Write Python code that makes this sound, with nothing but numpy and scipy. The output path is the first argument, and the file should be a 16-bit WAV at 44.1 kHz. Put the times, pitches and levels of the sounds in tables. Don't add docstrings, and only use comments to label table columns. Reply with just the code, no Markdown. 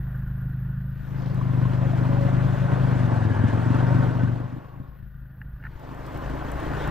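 import sys
import numpy as np
from scipy import signal
from scipy.fft import rfft, irfft, next_fast_len
from scipy.io import wavfile
from scipy.ndimage import uniform_filter1d, map_coordinates

SR = 44100
rng = np.random.default_rng(int(sys.argv[2]) if len(sys.argv) > 2 else 0)


def file_out(sig):
    cols = np.atleast_2d(sig).T
    lim = np.clip(cols, -1, 1)
    pcm = np.round(lim * 32767).astype(np.int16)
    wavfile.write(sys.argv[1], SR, pcm)


def invert_db(level):
    return 10 ** (np.asarray(level, dtype=float) / 20)


N = 304290

# start_s, length_s, stereo_share_change
WIND_FADES = [
    (0.898, .12, 0.79),
    (5.017, 0.47, -0.97),
    (5.623, 0.12, .9),
]
# time_s, level_db, length_s
FADE_DIPS = [
    (.96, -3, 0.13),
    (5.07, -6, 0.15),
]
# freq_hz, level_db, phase_rad, likeness_0to1
SIDE = [(40, -8, 0, .95), (110, -7, 0.0012, 0.96), (170, 0.5, -1.5, 0.76), (260, 0, -1.75, 0.93),
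        (800, 1, -1.81, 1), (1600, -2.5, -1.18, .9), (2100, -9, -.9, 0.9), (2600, -9.5, -.1, 0.96),
        (4500, -1, -.1, 0.78), (8000, 2, 0, 0.95)]
# freq_hz, level_db (per Hz)
PORT_HISS = [(9000, -70), (10800, -32.5), (11600, -6.5), (12000, 1.5), (12600, 2), (13100, -12.5),
             (14200, 0.5), (15600, -8.5)]
# time_s, peak_db
DROPLETS = [(0.4885, -73.5), (0.5442, -87), (1.3457, -50.5), (3.7704, -50.5), (4.0423, -54.5),
            (5.2016, -74), (5.437, -80), (5.7956, -59), (5.9463, -55.5), (6.065, -49.5), (6.174, -48.5),
            (6.313, -62), (6.517, -43.5), (6.6014, -49.5), (6.656, -67), (6.8757, -45.5)]
# time_s, peak_db, t60_s
PANEL_KNOCKS = [
    (5.302, -48, 0.017),
    (5.415, -32, 0.025),
    (5.626, -41, 0.06),
    (5.638, -33.5, 0.06),
    (5.651, -33.5, 0.063),
    (5.662, -37, 0.013),
    (5.666, -30, 0.028),
]
# freq_hz, width_hz, level_db
PANEL_MODES = [(850, 66, -3.5), (1400, 65, 8), (1777, 140, 7), (2820, 110, -7), (4100, 500, -27)]
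# freq_hz, width_hz, level_db
CASE_MODES = [(1207, 25, -2), (1442, 79, 6.5), (1544, 450, 0), (1920, 220, -5), (2593, 550, -38.5)]
# time_s, level_db, length_s
BELT_SLIPS = [
    (2.75, 3, 0.092),
    (3.48, 7.5, 0.19),
    (3.85, 8.5, .2),
    (6.8, 9, 0.47),
]
# freq_hz, level_db (per Hz)
SPRAY_COLOUR = [(1060, -14), (1800, -2.5), (2180, -8.5), (2940, -11), (4970, -22), (7650, -27.5),
                (9890, -33.5), (11000, -30), (14300, -73), (22000, -120)]
# freq_hz, level_db (per Hz)
ROAR_COLOUR = [(180, -27), (300, 0.5), (455, -4.5), (570, -2.5), (818, -6.5), (1080, -6), (1270, -10.5),
               (1510, -10), (2600, -32), (3380, -62), (5720, -120)]
# start_s, end_s, start_hz, end_hz, level_db
HOLLOWS = [(1.334, 1.762, 1031, 1052, -49.5), (1.589, 3.098, 551, 575.3, -39.5),
           (2.207, 3.098, 1518, 1522, -48.5), (3.046, 4.21, 850, 943, -38.5),
           (3.215, 3.623, 1692, 1641, -41), (3.285, 4.275, 595.4, 574, -43.5),
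           (3.817, 4.307, 1509, 1508, -43), (4.21, 4.973, 1125, 1088, -56),
           (1.15, 1.367, 4730, 4520, -59.5), (6.005, 6.894, 997, 1178, -49), (6.78, 6.86, 3460, 3500, -47),
           (5.715, 5.95, 897, 850, -53)]
# time_s, pitch_hz, peak_db
BIG_BUBBLES = [(1.411, 1075, -28.5), (1.452, 1020, -39), (1.497, 1000, -34), (1.538, 1100, -41),
               (1.615, 1040, -30.5), (1.652, 1030, -27.5), (1.935, 664, -24), (1.969, 620, -27.5),
               (2.168, 757, -25), (2.285, 693, -23.5), (3.297, 890, -31), (4.361, 870, -33.5)]
# time_s, exhaust_effort_db, water_flow_db, camera_nearness_to_frame_db
RIDE_LEVELS = [(0, -31, -56.5, -33.5), (.84, -29, -59.5, -36.5), (1.02, -36, -53, -37),
               (1.2, -28, -44, -38.5), (1.5, -22, -40.5, -37), (2.04, -21, -36.5, -35.5),
               (2.9, -20.5, -35, -35.5), (3.3, -21.5, -35, -40), (4.05, -19, -33.5, -36),
               (4.3, -24.5, -39.5, -43), (4.6, -38.5, -48.5, -48), (4.95, -48, -57.5, -44.5),
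               (5.25, -45, -65.5, -43.5), (5.55, -44.5, -65, -41.5), (5.86, -45.5, -46, -44),
               (6.15, -38, -39.5, -37.5), (6.5, -41.5, -37, -36), (6.9, -29.5, -33.5, -31)]
# time_s, cycle_rate_hz, firing_scatter_db (from water choking the pipe)
ENGINE_SPEED = [(0, 25.85, 1), (.65, 25.75, .9), (1.05, 26.65, .9), (1.35, 25.8, .8), (1.5, 24.9, .8),
                (2.4, 25.5, .9), (2.72, 25.9, 1.3), (2.95, 25.2, 1.3), (3.35, 20.7, 1.4), (3.7, 24, 1.3),
                (3.92, 24.9, 1.2), (4.33, 23.85, 2), (4.95, 26.65, 2.6), (5.5, 25.85, 2.6), (6, 25.55, 2.3),
                (6.45, 27, 2.1), (6.9, 29.5, 2.2)]
# time_s, level_db
WEAK_FIRINGS = [
    (2.558, -4),
    (2.678, -4.5),
    (3.328, -6),
    (3.46, -11),
    (3.629, -4),
    (4.121, -0.5),
    (4.251, -16.5),
    (4.489, -5),
    (4.531, -1.5),
]
# time_s, level_db, length_s
PIPE_GULPS = [(2.56, -1, 0.014), (2.71, 0, .03), (2.92, -0.5, 0.033), (3.2, -3.5, 0.02),
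              (3.35, -3.5, 0.019), (3.44, 1.5, 0.041), (3.51, -6, 0.021), (3.63, -1, 0.02),
              (4.13, -6, 0.016), (4.25, 1, 0.022), (4.5, -2, .03), (4.57, 5.5, .03), (4.67, -4, 0.061),
              (4.8, 6.5, 0.031), (5.68, 2, 0.12), (5.77, -5.5, .03), (5.92, 5, 0.04), (6.17, -1, .03),
              (6.33, 2.5, .04), (6.48, 1, .04), (6.71, 2.5, 0.017), (6.82, -5.5, 0.053)]
# freq_hz, width_hz, level_db
PIPE_MODES = [(92, 14, -13), (146, 46, 0), (152, 31, .8)]
# freq_hz, width_hz, level_db
MOUTH_MODES = [(258, 20, 0), (335, 80, -15)]
# freq_hz, width_hz, level_db
FRAME_MODES = [(25.8, 26, -6), (60.5, 11, 6), (97, 31, -1)]

USUAL_HZ = 25.7
TOP_HZ = 15730


def unit(x):
    return x / np.sqrt(np.mean(x ** 2) + 1e-20)


def curves(rows):
    s, *cols = np.transpose(rows)
    return [np.interp(np.arange(N) / SR, s, c) for c in cols]


def along(rows, hz):
    f, *cols = np.transpose(rows)
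    return [np.interp(np.log(hz + 1), np.log(f + 1), c) for c in cols]


def wobble(rate_hz):
    knots = rng.standard_normal(int(N * rate_hz / SR) + 4)
    return map_coordinates(knots, [np.arange(N) * rate_hz / SR])


def swells(rows):
    t = np.arange(N) / SR
    return sum(db * np.exp(-((t - s) / length) ** 2) for s, db, length in rows)


def filtered(x, response):
    m = next_fast_len(N + SR // 2)
    return irfft(rfft(x, m) * response(np.fft.rfftfreq(m, 1 / SR)), m)[..., :N]


def falling(hz, corner_hz, order):
    return 1 / (1 + 1j * hz / corner_hz) ** order


def modes(rows):
    def response(f):
        total = 0
        for k, (centre, width, db) in enumerate(rows):
            total = total + (-1) ** k * invert_db(db) * 1j * f * width / (centre * centre - f * f + 1j * f * width)
        return total
    return response


def colour(spectrum):
    return lambda hz: invert_db(along(spectrum, hz)[0])


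def rush(response, patchy_db):
    z = signal.stft(rng.standard_normal((2, N)), nperseg=512)[2]
    field = rng.standard_normal(z.shape[1:])
    for axis in (0, 1):
        field = uniform_filter1d(field, size=5, axis=axis)
    patched = signal.istft(z * invert_db(patchy_db * unit(field)), nperseg=512)[1][:, :N]
    return unit(filtered(patched, response))


def controls():
    effort_db, flow_db, near_db = curves(RIDE_LEVELS)
    return effort_db + 20, flow_db + 36, near_db + 36


def crank_turn():
    return np.cumsum(curves(ENGINE_SPEED)[0]) / SR + .28


def openness():
    t = np.arange(N) / SR
    share = sum(step * np.clip((t - s) / length, 0, 1) for s, length, step in WIND_FADES)
    return np.clip(share, 0, 1)


def stereo(pair):
    def turned(hz):
        db, phase, alike = along(SIDE, hz)
        alike = np.clip(alike, 0, 1)
        return invert_db(db) * np.exp(1j * phase) * [alike, np.sqrt(1 - alike ** 2)]
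    side = openness() * filtered(pair, turned).sum(axis=0)
    return np.array([pair[0] + side, pair[0] - side])


def port():
    effort, flow, near = controls()
    hiss_db = -70 + .7 * near - .15 * effort + .8 * wobble(8.3) + 1.2 * wobble(60)
    hiss = invert_db(hiss_db) * rush(colour(PORT_HISS), patchy_db=1.5)
    gate, t = np.zeros(N + SR), np.arange(SR // 20) / SR
    for s, db in DROPLETS:
        gate[round(s * SR):][:len(t)] += invert_db(db - 60 * t / 0.016)
    crisp = lambda f: f / 9000 / (1 + 1j * (f / 9000) ** 1.5) * (f > 5000)
    ticks = unit(filtered(rng.standard_normal((2, N)), crisp)) * gate[:N]
    return (hiss + ticks) * invert_db([[6], [-6]])


def knocks():
    blows, t = np.zeros(N + SR), np.arange(SR // 10) / SR
    for s, db, t60 in PANEL_KNOCKS:
        rattle = 0.19 * rng.standard_normal(len(t)) * invert_db(-60 * t / np.clip(t60, .005, .06))
        rattle[0] = 1
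        blows[round(s * SR):][:len(t)] += invert_db(db + 25.5) * rattle
    panel = lambda f: modes(PANEL_MODES)(f) * falling(f, 2800, order=3) * (1 - falling(f, 640, order=1)) ** 2
    return filtered(blows[:N], panel)


def belt_case(beat):
    effort, flow, near = controls()
    idle_db = near - 34 - 18
    strain_db = -52 + 2.2 * flow + 0.72 * near + swells(BELT_SLIPS)
    bright = lambda f: (f / 1200) ** 2 / (1 + (f / 1200) ** 2)
    shell = lambda f: modes(CASE_MODES)(f) * bright(f) * falling(f, 2700, order=3)
    rasp = rush(shell, patchy_db=1.2)[0] * (.85 + .15 * beat) * invert_db(.8 * wobble(30))
    return invert_db(-4.5) * np.hypot(invert_db(idle_db), invert_db(strain_db)) * rasp


def plops():
    out, t = np.zeros(N + SR), np.arange(SR // 10) / SR
    for s, hz, db in BIG_BUBBLES:
        envelope = invert_db(db - 60 * t / 0.04) * (1 - np.exp(-t / 0.00074))
        out[round(s * SR):][:len(t)] += envelope * np.sin(2 * np.pi * hz * t * (1 + 2.2 * t))
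    return out[:N] * [[1], [0]]


def singing_hollows(beat):
    out, t = np.zeros(N), np.arange(N) / SR
    for start, end, start_hz, end_hz, db in HOLLOWS:
        width_hz = .04 * start_hz * (1 + (start_hz / 2596) ** 3)
        u = np.clip((t - start) / (end - start), 0, 1)
        phase = 2 * np.pi * np.cumsum(start_hz + (end_hz - start_hz) * u) / SR
        phase += 3 * wobble(width_hz / 2)
        steady = .4
        band = (steady + wobble(width_hz)) * np.cos(phase) + wobble(width_hz) * np.sin(phase)
        out += invert_db(db) * (0.48 + 0.18 * beat) * np.sqrt(np.sin(np.pi * u).clip(0)) * band
    return out * [[1], [0]]


def bow_spray(beat):
    effort, flow, near = controls()
    lead_s = 0.048
    ahead = np.interp(np.arange(N) + lead_s * SR, np.arange(N), flow)
    level_db = -50 + 0.91 * ahead + .15 * near
    swell = invert_db(2.5 + 0.15 * wobble(14) + 0.92 * wobble(35))
    spray = rush(colour(SPRAY_COLOUR), patchy_db=1.5) * (0.88 + 0.087 * beat) * swell
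    dull = filtered(spray, lambda f: 1 / (1 + (f / 5600) ** 12))
    bright = invert_db(0.53 * np.minimum(level_db + 62.5, 0))
    return invert_db(level_db) * (dull + bright * (spray - dull))


def bubbles():
    turn, count, length = crank_turn(), 540, 1500
    chance = rng.standard_normal((count, 4))
    angle = np.arange(count) // 3 + .3 + .12 * chance[:, 0]
    start = np.interp(angle, turn, np.arange(N)).astype(int)
    heard = ((angle < turn[-1]) & (angle > turn[0]))[:, None]
    hz = 850 * np.exp(.35 * chance[:, 1:2])
    cycles = 7.2
    u = np.arange(length) / SR * hz / cycles
    envelope = np.exp(-3 * u) * (1 - np.exp(-12 * u))
    ring = np.sin(2 * np.pi * cycles * u * (1 + 0.074 * u)) * envelope * heard
    size = invert_db(1 + 3 * chance[:, 2:3])
    at = start[:, None] + np.arange(length)
    return np.bincount(at.ravel(), (size * ring).ravel(), N + length)[:N] * [[1], [0]]


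def intake_roar(beat):
    level_db = controls()[1] - 36 + swells(FADE_DIPS)
    breath = unit(rush(colour(ROAR_COLOUR), patchy_db=1.0) * (1.3 + 0.11 * beat))
    roar = breath * invert_db(-1 + 0.75 * wobble(14) + 0.38 * wobble(40))
    return invert_db(level_db) * (roar + bubbles())


def engine_levels():
    effort, flow, near = controls()
    gulp = swells(PIPE_GULPS)
    labour = 5.5 * np.tanh(np.clip(25.5 - curves(ENGINE_SPEED)[0], 0, None))
    bark = -38 + 0.77 * flow + 0.3 * effort + 1.6 * gulp + labour + swells(FADE_DIPS)
    return effort - 20 + gulp, near - 36 + 0.39 * gulp, bark


def firings(turn, rough_db, gap, second_db, jitter_ms):
    cycle = np.arange(int(turn[-1]) + 1)
    angle = np.sort(np.r_[cycle, cycle + gap])
    when = np.interp(angle, turn, np.arange(N))
    chance = rng.standard_normal((600, 2))[:len(angle)]
    rough = rough_db[when.astype(int)]
    size_db = np.tile([0, second_db], len(cycle)) + rough * chance[:, 0]
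    for s, db in WEAK_FIRINGS:
        size_db += db * np.exp(-((when / SR - s) / 0.012) ** 2)
    at = np.clip((angle / USUAL_HZ + jitter_ms * rough * chance[:, 1] / 1000) * SR, 0, N - 1)
    return np.bincount(at.astype(int), invert_db(size_db), N)


def engine():
    exhaust_db, thrum_db, bark_db = engine_levels()
    rough_db = curves(ENGINE_SPEED)[1]
    turn = crank_turn()
    fire = firings(turn, rough_db, gap=.43, second_db=-6.7, jitter_ms=.1)
    crank = lambda x: np.interp(turn * SR / USUAL_HZ, np.arange(N), x)
    puff = crank(filtered(fire, lambda f: falling(f, 45, order=2)))
    beat = puff / puff.mean()

    def drowned(f):
        favour = 1 + 0.22 * np.exp(-((f - 126) / 14) ** 2) + 0.83 * np.exp(-((f - 186) / 24) ** 2)
        return favour / (1 + (f / 205) ** 9)

    thin = lambda f, corner_hz: (1 - falling(f, corner_hz, order=1)) ** 3
    pipe = lambda f: modes(PIPE_MODES)(f) * thin(f, 96) * falling(f, 400, order=4) * drowned(f)
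    mouth = lambda f: modes(MOUTH_MODES)(f) * thin(f, 180) * falling(f, 600, order=3)
    frame = lambda f: -modes(FRAME_MODES)(f) * falling(f, 73, order=4) * (1 - falling(f, 9.8, order=1))
    total = np.zeros((2, N))
    for response, level_db, noise_db in [(pipe, exhaust_db, -24), (mouth, bark_db, -15), (frame, thrum_db, -17)]:
        gurgle = invert_db(noise_db + 4 * rough_db)
        clean = unit(crank(filtered(fire, response))) * [[1], [0]]
        noise = rush(response, patchy_db=2) * (0.65 + 1.02 * beat) * [[1], [.6]]
        total += invert_db(level_db) * (clean + gurgle * noise) / np.sqrt(1 + gurgle ** 2)
    return total, beat


def scene():
    thud, beat = engine()
    water = bow_spray(beat) + singing_hollows(beat) + plops()
    plastic = belt_case(beat) + knocks()
    lean = .2 * openness()
    plastic = plastic * np.array([1 + lean, 1 - lean])
    return port() + plastic + stereo(water + intake_roar(beat) + thud)


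def low_pass(x):
    return signal.sosfilt(signal.butter(12, 15730, fs=SR, output="sos"), x)


def record(dry):
    fade_in = np.minimum(np.arange(N) / (.002 * SR), 1)
    held = fade_in * dry / (1 + np.abs(dry / .5) ** 5) ** (1 / 5)
    mic = lambda f: (1 - .9 * np.exp(-((f - 10750) / 500) ** 2)) * (f < TOP_HZ)
    return low_pass(filtered(held, mic))


dry = scene()
out = record(dry)
file_out(out)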